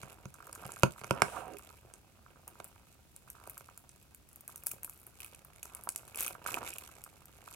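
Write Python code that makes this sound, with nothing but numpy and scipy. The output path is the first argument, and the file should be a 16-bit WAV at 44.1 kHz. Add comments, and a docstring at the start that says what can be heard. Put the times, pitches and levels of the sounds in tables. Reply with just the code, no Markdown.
"""A quiet bedroom: fingers pick at the plastic film on a thin disc case, close to a pair of small microphones.
The film snaps, tears and crackles in the treble, made of short noise bursts and bands of gated noise.
Knocks, creaks, plucks and rubbing ring the hollow case, a bank of decaying modes; once it slides over cloth
while the film hisses. The room adds a short noise tail, over a low rumble of handling and background noise."""
import sys
import numpy as np
from scipy import signal
from scipy.fft import rfft, irfft, next_fast_len
from scipy.io import wavfile

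SR = 44100
rng = np.random.default_rng(int(sys.argv[2]) if len(sys.argv) > 2 else 0)


def to_wav(sig):
    """Store sig (one row per channel, or 1-D mono) as 16-bit WAV at the path in sys.argv[1].

    Samples outside -1..1 are clipped; the rate is SR.
    """
    pcm = np.clip(np.atleast_2d(sig), -1, 1) * 32767
    pcm = np.round(pcm).astype(np.int16)
    wavfile.write(sys.argv[1], SR, pcm.T)  # frames by channels


N = 332955


def undb(db):
    """Turn dB into gain."""
    return 10 ** (np.asarray(db) / 20)


def unit(x):
    """Scale a sound to an RMS of 1."""
    return x / np.sqrt(np.mean(x ** 2))


def colour(x, points):
    """Shape a spectrum by (frequency [Hz], gain [dB]) points, joined along log frequency."""
    hz, db = np.transpose(points)
    size = next_fast_len(x.shape[-1])
    f = np.maximum(np.arange(size // 2 + 1) * SR / size, 1)
    gain = undb(np.interp(np.log(f), np.log(hz), db))
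    return irfft(rfft(x, size) * gain, size)[..., :x.shape[-1]]


def sides(pan_db):
    """Left and right gains, as a column, from left minus right in dB."""
    return undb(np.array([pan_db, -pan_db]) / 2)[:, None]


def fall(x, t60):
    """Every impulse leaves an exponential tail that drops 60 dB in t60 seconds."""
    return signal.lfilter([1], [1, -np.exp(-np.log(1000) / (t60 * SR))], x)


def mode_pole(hz, t60):
    """Complex pole of a mode that swings at hz and drops 60 dB in t60 seconds."""
    return np.exp(2j * np.pi * hz / SR - np.log(1000) / (t60 * SR))


def clicks(per_s, scatter_db, size=N):
    """Impulses at random times; many small, a few large, at most 14 dB over the smallest."""
    when, strength = rng.random(size), rng.exponential(size=size)
    return (when < per_s / SR) * undb(np.minimum(scatter_db * strength, 14))


def add(out, s, sound):
    """Mix a stereo sound in at s seconds."""
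    i = int(s * SR)
    out[:, i:i + sound.shape[1]] += sound[:, :N - i]


def burst(hz, width, t60, tail_db, tail_t60):
    """A crack of noise, partly alike at the two ports, then smaller creases as the film settles."""
    t = np.arange(int(.12 * SR)) / SR
    crease_hits = (rng.random(len(t)) < 220 / SR) * rng.random(len(t))
    creases = fall(crease_hits, t60) + 0.06
    edges = np.clip([hz / width, hz * width], 1000, .32 * SR)
    band = signal.butter(2, edges, "band", fs=SR, output="sos")
    noise = rng.standard_normal((2, len(t))) + 1.7 * rng.standard_normal(len(t))  # own + shared
    noise = unit(signal.sosfilt(band, noise)) / np.sqrt(2)
    attack = np.minimum(t / 0.00017, 1)
    crack = attack * 1000 ** (-t / t60) * noise
    # the face of the case returns the crack a moment later
    crack = crack + .45 * np.roll(crack, int(rng.uniform(.0003, .0005) * SR), axis=1)
    return crack + undb(tail_db) * creases * 1000 ** (-t / tail_t60) * noise


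def run(start, end, spacing, jitter):
    """Times of a stick-slip row of at most 24 slips, and two chance values for each."""
    chance = rng.standard_normal((24, 3))
    s = start + spacing * (np.arange(24) + jitter * chance[:, 0])
    return s[s < end], chance[s < end, 1:].T


# single snaps of the film: (time [s], level [dB], centre [Hz])
FILM_SNAPS = [(0.341, -38, 8500), (0.469, -38, 10400), (0.5284, -30, 8900), (0.5509, -32, 9400),
              (0.6642, -36, 9200), (0.719, -28.5, 7860), (1.48, -45, 9920), (1.586, -37, 11700),
              (1.9378, -36.5, 7800), (2.4778, -32.5, 11200), (2.6436, -31, 11400), (3.1631, -35.5, 9100),
              (3.3015, -32.5, 10000), (3.474, -37, 11200), (3.497, -28.5, 12000), (3.5784, -30.5, 10800),
              (3.776, -32.5, 11400), (3.8925, -40.5, 7100), (4.027, -49.5, 11500), (4.147, -35.5, 11200),
              (4.289, -43.5, 10630), (4.315, -52, 9500), (4.33, -44, 10000), (4.3595, -39, 11000),
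              (4.408, -37.5, 11700), (4.4784, -28.5, 11700), (4.559, -31.5, 9800), (4.578, -37, 10500),
              (4.6365, -35.5, 11100), (4.663, -24.5, 12000), (4.6682, -17, 10300), (4.714, -28.5, 10700),
              (4.716, -25, 11000), (4.832, -27, 11300), (4.846, -24.5, 12200), (4.896, -31, 11100),
              (5.067, -37, 12900), (5.2037, -31, 11600), (5.2455, -35, 11800), (5.3475, -41, 8600),
              (5.4483, -39, 12400), (5.63, -26.5, 9340), (5.655, -35, 8600), (5.749, -29.5, 12000),
              (5.837, -33, 12600), (5.89, -19, 8800), (5.96, -20.5, 8700), (6.0783, -38, 9500),
              (6.147, -37, 9500), (6.1578, -30, 10600), (6.174, -28, 9900), (6.195, -25, 11600),
              (6.1985, -33, 11600), (6.2074, -18.5, 10700), (6.226, -21, 11900), (6.2323, -21.5, 13600),
              (6.247, -31, 8250), (6.2637, -22, 8500), (6.28, -23.5, 12000), (6.505, -40, 11100),
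              (6.542, -26.5, 9300), (6.7839, -28.5, 10500), (7.039, -31.5, 10000), (7.256, -39, 10200)]
# the film gives way in a row of snaps: (start [s], end [s], spacing [s], level [dB], centre [Hz])
FILM_TEARS = [(4.908, 5.041, 0.011, -47, 12000), (6.675, 6.78, 0.031, -38, 9400)]
TEAR_JITTER = .3  # share of the spacing


def snaps():
    """All snaps (s, dB, Hz): single ones, and tears as uneven rows scattered in level and pitch."""
    rows = [np.array(FILM_SNAPS)]
    for start, end, spacing, db, hz in FILM_TEARS:
        s, chance = run(start, end, spacing, TEAR_JITTER)
        rows.append(np.transpose([s, db + 2.3 * chance[0], hz * np.exp(0.041 * chance[1])]))
    return np.vstack(rows)


# the film is crumpled in short spells: (start [s], hold [s], crackle level [dB])
CRUMPLE_SPELLS = [(1.022, 0.0097, -76), (1.568, 0.18, -63.5), (4.492, 0.017, -60), (4.687, 0.043, -64),
                  (5.204, 0.0051, -48), (6.197, 0.073, -45), (6.47, 0.09, -45), (6.644, 0.069, -49.5)]
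CRUMPLE_RISE_DB_S, CRUMPLE_FALL_DB_S = 510.5, 251


def crumpling(t):
    """Crackle gain of the crumpled spells: quick rise, hold, slower fall."""
    gain = np.zeros(len(t))
    for s, hold, db in CRUMPLE_SPELLS:
        rise = CRUMPLE_RISE_DB_S * np.maximum(s - t, 0)
        drop = CRUMPLE_FALL_DB_S * np.maximum(t - s - hold, 0)
        gain += undb(db - rise - drop)
    return gain


# tone of the film's crackle: (frequency [Hz], relative level per Hz [dB])
CRACKLE_TONE = [(1180, -48), (2370, -14.5), (3550, 4), (4790, 1.5), (7520, 11.5), (12400, 12.5),
                (14500, -4), (16500, -19.5)]
# stereo place of the crackle: (frequency [Hz], left minus right [dB])
CRACKLE_PAN = [(4400, -16.5), (8100, -6), (15000, 10)]
SNAP_T60_S = .008
SNAP_PAN_DB_PER_OCTAVE, SNAP_CENTRE_HZ = 6, 9700  # brighter snaps lie further left


def film(crackle, creases, snap):
    """Snaps as noise bursts, and under them fine crackle whose creases each have their own colour."""
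    out = np.zeros((2, N))
    for s, db, hz in snap:
        pan_db = SNAP_PAN_DB_PER_OCTAVE * np.log2(hz / SNAP_CENTRE_HZ)
        add(out, s, undb(db) * sides(pan_db) * burst(hz, 1.366, SNAP_T60_S, -10.5, 0.16))
    hz, db = np.transpose(CRACKLE_TONE)
    pan_hz, pan_points_db = np.transpose(CRACKLE_PAN)
    bands = []
    for centre in np.geomspace(2500, 14000, num=5):
        window = np.transpose([hz, db - 30 * np.log(hz / centre) ** 2])
        # each crease is strong in some bands and weak in others
        gate = fall(creases * undb(3.4 * rng.standard_normal(N)), 0.007) + .07
        pan_db = np.interp(np.log(centre), np.log(pan_hz), pan_points_db)
        bands.append(gate * colour(rng.standard_normal((2, N)), window) * sides(pan_db))
    return out + crackle * unit(np.array(bands)).sum(axis=0) / np.sqrt(len(bands))


# the lid creaks under the grip: (time [s], level [dB])
LID_CREAKS = [(0.342, -41.5), (0.353, -42), (0.385, -42), (0.403, -33), (0.426, -35.5), (0.456, -48),
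              (0.471, -34), (0.494, -35.5), (0.53, -44), (0.557, -33.5), (0.637, -32), (0.692, -30),
              (0.767, -31.5), (0.96, -37.5), (0.981, -36), (1.593, -37.5), (1.704, -39), (2.262, -38.5),
              (2.358, -44), (2.479, -39.5), (2.554, -42), (3.276, -40.5), (3.57, -35.5), (4.482, -53),
              (4.493, -37), (4.831, -47), (4.876, -40.5), (3.687, -35.5), (5.449, -43), (5.654, -38.5),
              (5.872, -22.5), (6.168, -39), (6.209, -31.5), (6.264, -31), (6.351, -29.5), (6.449, -40),
              (6.461, -17.5), (6.484, -29), (6.488, -23.5), (6.528, -31), (6.571, -20), (6.629, -25.5),
              (6.89, -40), (7.062, -37), (7.476, -31), (7.516, -40)]
# runs of quick creaks: (start [s], end [s], spacing [s], level [dB])
QUICK_CREAKS = [(3.351, 3.47, 0.015, -43), (5.695, 5.801, 0.0075, -45)]
# a nail plucks the taut edge of the film: (time [s], level [dB])
NAIL_PLUCKS = [(4.6254, -44.5), (4.7137, -35.5), (5.2036, -32), (5.2465, -34), (5.3467, -40.5),
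               (5.6291, -34), (6.1459, -33), (6.1814, -41), (6.2253, -29.5), (6.2472, -27), (6.2791, -25),
               (6.5425, -17.5), (6.6712, -35), (6.7082, -38), (6.7276, -36), (6.7324, -32), (6.7595, -35),
               (6.7845, -29)]
CREAK_HZ, PLUCK_HZ, TICK_SPREAD = 1230, 2820, .08  # centres; each tick lies a little off (log spread)
CREAK_JITTER, CREAK_SCATTER_DB = 0.08, 2  # in runs; jitter is a share of the spacing


def ticks():
    """All creaks and plucks (s, dB, Hz): short pushes, each with its own centre in the case's modes."""
    rows = [np.insert(LID_CREAKS, 2, CREAK_HZ, axis=1), np.insert(NAIL_PLUCKS, 2, PLUCK_HZ, axis=1)]
    for start, end, spacing, db in QUICK_CREAKS:
        s, chance = run(start, end, spacing, CREAK_JITTER)
        rows.append(np.transpose([s, db + CREAK_SCATTER_DB * chance[0], np.full(len(s), CREAK_HZ)]))
    s, db, hz = np.vstack(rows).T
    return np.transpose([s, db, hz * np.exp(TICK_SPREAD * rng.standard_normal(len(s)))])


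# fingers moving over case and film: (time [s], rubbing level [dB], crackle level [dB])
FINGER_MOVES = [(0, -56, -56.5), (.3, -64, -70.5), (.65, -51, -59), (.95, -64.5, -59), (1.2, -44.5, -63),
                (1.5, -54.5, -63.5), (1.781, -63.5, -73.5), (2.269, -66, -78), (2.651, -61.5, -68.5),
                (3.049, -72, -74), (3.45, -64, -64.5), (4.149, -72, -75.5), (4.549, -65.5, -75),
                (5.75, -65, -63.5), (6.2, -57, -64.5), (6.42, -54.5, -99), (6.58, -43, -74),
                (6.85, -61.5, -59.5), (7.2, -64.5, -66.5), (7.55, -64.5, -56.5)]


def fingers(t):
    """Rubbing and crackle levels in dB, gliding from point to point as the fingers move."""
    s, rub_db, crackle_db = np.transpose(FINGER_MOVES)
    return np.interp(t, s, rub_db), np.interp(t, s, crackle_db)


# knocks and picks on the case: (time [s], level [dB], upper modes over that [dB],
# low modes over that [dB], odd modes over even [dB])
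CASE_KNOCKS = [(0.032, -44, 9, 5.5, -5.5), (0.255, -43, 3.5, 10, 3), (0.653, -46, 9, 10.5, -6),
               (0.8334, -12.5, 2, 0, 11), (0.857, -47, -16, -6, -5), (1.014, -48.5, 3, 3.5, -22),
               (1.037, -41.5, 4, -15, 13), (1.0435, -37, 5.5, -9, -4), (1.1086, -16.5, -0.5, -4.5, 8),
               (1.2196, -17.5, 6.5, -9.5, -14), (1.849, -44.5, -26, -9, -7),
               (2.601, -34.5, -1.5, -19, -3.5), (3.474, -36, -8.5, -18, -3), (3.608, -45, 2, -10, -1),
               (4.735, -45, -15, -3, -8), (6.307, -34.5, -7, -22, 0)]
# modes of the hollow case: (frequency [Hz], level [dB], t60 [s], left minus right [dB])
CASE_MODES = [(76, -8.5, 0.024, -13), (132, 2, 0.06, -1.5), (212, -4.5, 0.09, -5), (323, -7.5, 0.047, -5.5),
              (413, -0.5, 0.025, 0), (549, -3, 0.028, -3), (728, 1, 0.013, -4), (947, -6, 0.024, 0),
              (1212, -2, 0.01, -7), (1368, -8, 0.021, -11), (1576, -12.5, 0.019, -10.5),
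              (2532, -9, 0.016, -5.5), (2249, -10, 0.015, -8.5), (2760, -5.5, 0.0048, -10)]
PORT_LAG_S = 0.000092  # the ring reaches the right port later
SNAP_RING_DB = -13  # push of a snap on the case, over the snap's level
CRACK_DB = -4.5  # crack of a knock, over its upper modes


def case(rub_db, creases, snap, creak):
    """Knocks, snaps, creaks, plucks and slipping fingers ring one set of modes; each touch weighs them anew."""
    out = np.zeros((2, N))
    slips = clicks(per_s=260., scatter_db=3.) + 0.02 * rng.standard_normal(N)
    slips = unit(slips) * undb(rub_db)
    knock_at, snap_at, creak_at = ((np.array(table)[:, 0] * SR).astype(int)
                                   for table in (CASE_KNOCKS, snap, creak))
    mid_db, up_db, low_db, odd_db = np.array(CASE_KNOCKS)[:, 1:].T
    for k, (hz, db, t60, pan_db) in enumerate(CASE_MODES):
        push = np.zeros(N)
        up = np.clip(np.log(hz / 600) / np.log(1600 / 600), 0, 1)
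        low = np.clip(np.log(600 / hz) / np.log(600 / 170), 0, 1)
        # the spot that is struck favours every other mode
        spot_db = -(-1) ** k * (1 - low) * odd_db / 2
        # pairs of modes start in opposite directions
        push[knock_at] = (-1) ** (k // 2) * undb(mid_db + up * up_db + low * low_db + spot_db)
        # a creak or pluck moves only the modes near its centre
        push[creak_at] += (-1) ** k * undb(creak[:, 1] - 60 * np.log(hz / creak[:, 2]) ** 2)
        # a snap is too quick to move the low modes
        chance = rng.uniform(-1.28, 1, len(snap))
        push[snap_at] += undb(snap[:, 1] + SNAP_RING_DB) * min(hz / 1300, 1) ** 2 * chance
        rubbed = undb(-37.5) * slips * min(hz / 500, 1, 1600 / hz) / np.sqrt(t60)
        # the crackling film shakes the upper modes
        shaken = undb(-16.5) * creases * min(hz / 2300, 1) ** 2
        push += (rubbed + shaken) * rng.standard_normal(N)
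        # a fingertip stays in contact for a moment, so the ring builds up
        contact = fall(push, 0.001) * np.sqrt(1 + (hz / 600) ** 2) / 13
        ring = signal.lfilter([1], [1, -mode_pole(hz, t60)], contact)
        lag = np.exp(-2j * np.pi * hz * PORT_LAG_S * np.array([[0], [1]]))
        out += undb(db) * sides(pan_db) * (lag * ring).imag
    for s, knock_db, upper_db, *_ in CASE_KNOCKS:
        crack = burst(6000.0, 1.8, 0.008, -20, 0.04)
        add(out, s, undb(knock_db + upper_db + CRACK_DB) * sides(-8.5) * crack)
    return out


# the case slides over cloth: (time [s], level [dB], centre [Hz])
CLOTH_SLIDE = [(1.115, -76, 1000), (1.155, -50.5, 1040), (1.2, -60, 1010), (1.24, -59, 1140),
               (1.3, -57.5, 950), (1.378, -44.5, 880), (1.45, -58, 796), (1.5, -51.5, 490),
               (1.555, -55, 434), (1.579, -88, 420)]
SLIDE_RING_CYCLES = 30  # each mode drops 60 dB in this many cycles


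def slide():
    """Uneven scraping rings the modes near a centre that sinks as the case settles; upper modes rustle along."""
    s, db, centre_hz = np.transpose(CLOTH_SLIDE)
    t = np.arange(int(s[0] * SR), int((s[-1] + 0.09) * SR)) / SR
    centre, level = np.interp(t, s, centre_hz), undb(np.interp(t, s, db, right=-120))
    scrape = np.zeros(len(t))
    for hz, *_ in CASE_MODES[3:]:
        grit = fall(clicks(per_s=270.0, scatter_db=4.0, size=len(t)), 0.061) + 0.26
        nearness = np.maximum(undb(-35 * np.log(hz / centre) ** 2), undb(-21.0))
        push = unit(grit) * level * nearness * rng.standard_normal(len(t))
        pole = mode_pole(hz, SLIDE_RING_CYCLES / hz)
        ring = signal.lfilter([1], [1, -pole], push).imag
        scrape += np.sqrt(1 - abs(pole) ** 2) * ring  # evens out narrow and wide modes
    out = np.zeros((2, N))
    add(out, s[0], sides(-11.5) * 1.25 * scrape)
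    return out


SWISH_START_S, SWISH_HOLD_S = 1.23, 0.17
SWISH_DB, SWISH_SAG_DB_S = -52, 18.5  # level at the start, and its sag during the hold


def swish(t):
    """Smooth noise of the film hissing over the cloth; it sags, then dies like a crumple."""
    since = t - SWISH_START_S
    sag = SWISH_SAG_DB_S * np.clip(since, 0, SWISH_HOLD_S)
    drop = CRUMPLE_FALL_DB_S * np.maximum(since - SWISH_HOLD_S, 0)
    tone = [(1500, -16.5), (2500, 3.5), (5000, -7), (9000, 3.5), (15000, -12.5)]
    hiss = colour(rng.standard_normal((2, N)), tone)
    return unit(hiss) * undb(SWISH_DB - sag - drop) * (since > 0)


ROOM_T60_S, ROOM_DB = 0.16, -11.5


def room(x):
    """Short diffuse tail, starting after the first wall; soft furnishings take the treble."""
    t = np.arange(int(.4 * SR)) / SR
    tail = colour(rng.standard_normal((2, len(t))), [(300, 1.0), (3000, -7.5), (12000, -4.5)])
    tail = tail * 1000 ** (-t / ROOM_T60_S) * (t > .004)
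    tail = tail / np.sqrt(np.sum(tail ** 2, axis=1, keepdims=True))
    return undb(ROOM_DB) * signal.fftconvolve(x, tail, axes=1)[:, :N]


RUMBLE_DB = -52.5  # at a rubbing level of 0 dB
RUMBLE_GROWTH = 0.2  # dB for each dB of rubbing


def handling(rub_db):
    """Low rumble of arms and bedding: dark noise that grows with the rubbing, alike at both ports."""
    rumble = colour(rng.standard_normal(N), [(30, 3.5), (70, 9.5), (130, 6), (250, -9.0), (2000, -59.5)])
    return unit(rumble) * undb(RUMBLE_DB + RUMBLE_GROWTH * rub_db)


# tone of the background noise: (frequency [Hz], relative level per Hz [dB])
QUIET_TONE = [(18, -54.5), (30, -22), (65, -5.5), (109, -25.5), (135, -14), (283, -18), (533, -28.5),
              (7470, -33.5), (16500, -36)]
QUIET_DB = -65.5


def quiet():
    """Background noise with hiss and low rumble, mostly unrelated left and right, partly shared around 400 Hz."""
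    own = colour(rng.standard_normal((2, N)), QUIET_TONE)
    shared = colour(rng.standard_normal(N), QUIET_TONE)
    shared = colour(shared, [(100, -29.0), (400, -2.5), (1000, -18.0)])
    return unit(own + shared) * undb(QUIET_DB)


def scene():
    """Film, case, slide and swish share the room; handling rumble and background noise are added dry."""
    t = np.arange(N) / SR
    rub_db, crackle_db = fingers(t)
    crackle, snap = undb(crackle_db) + crumpling(t), snaps()
    creases = clicks(per_s=240.0, scatter_db=4.0)
    near = case(rub_db, unit(creases) * crackle, snap, ticks())
    near = near + film(crackle, creases, snap) + slide() + swish(t)
    return near + room(near) + handling(rub_db) + quiet()


TOP_HZ = 15900


def record(dry):
    """The recorder cuts the lowest bass gently and the top steeply."""
    dry = signal.sosfilt(signal.butter(2, 40, "high", fs=SR, output="sos"), dry)
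    return signal.sosfilt(signal.ellip(10, .2, 90, TOP_HZ, fs=SR, output="sos"), dry)


dry = scene()
out = record(dry)
to_wav(out)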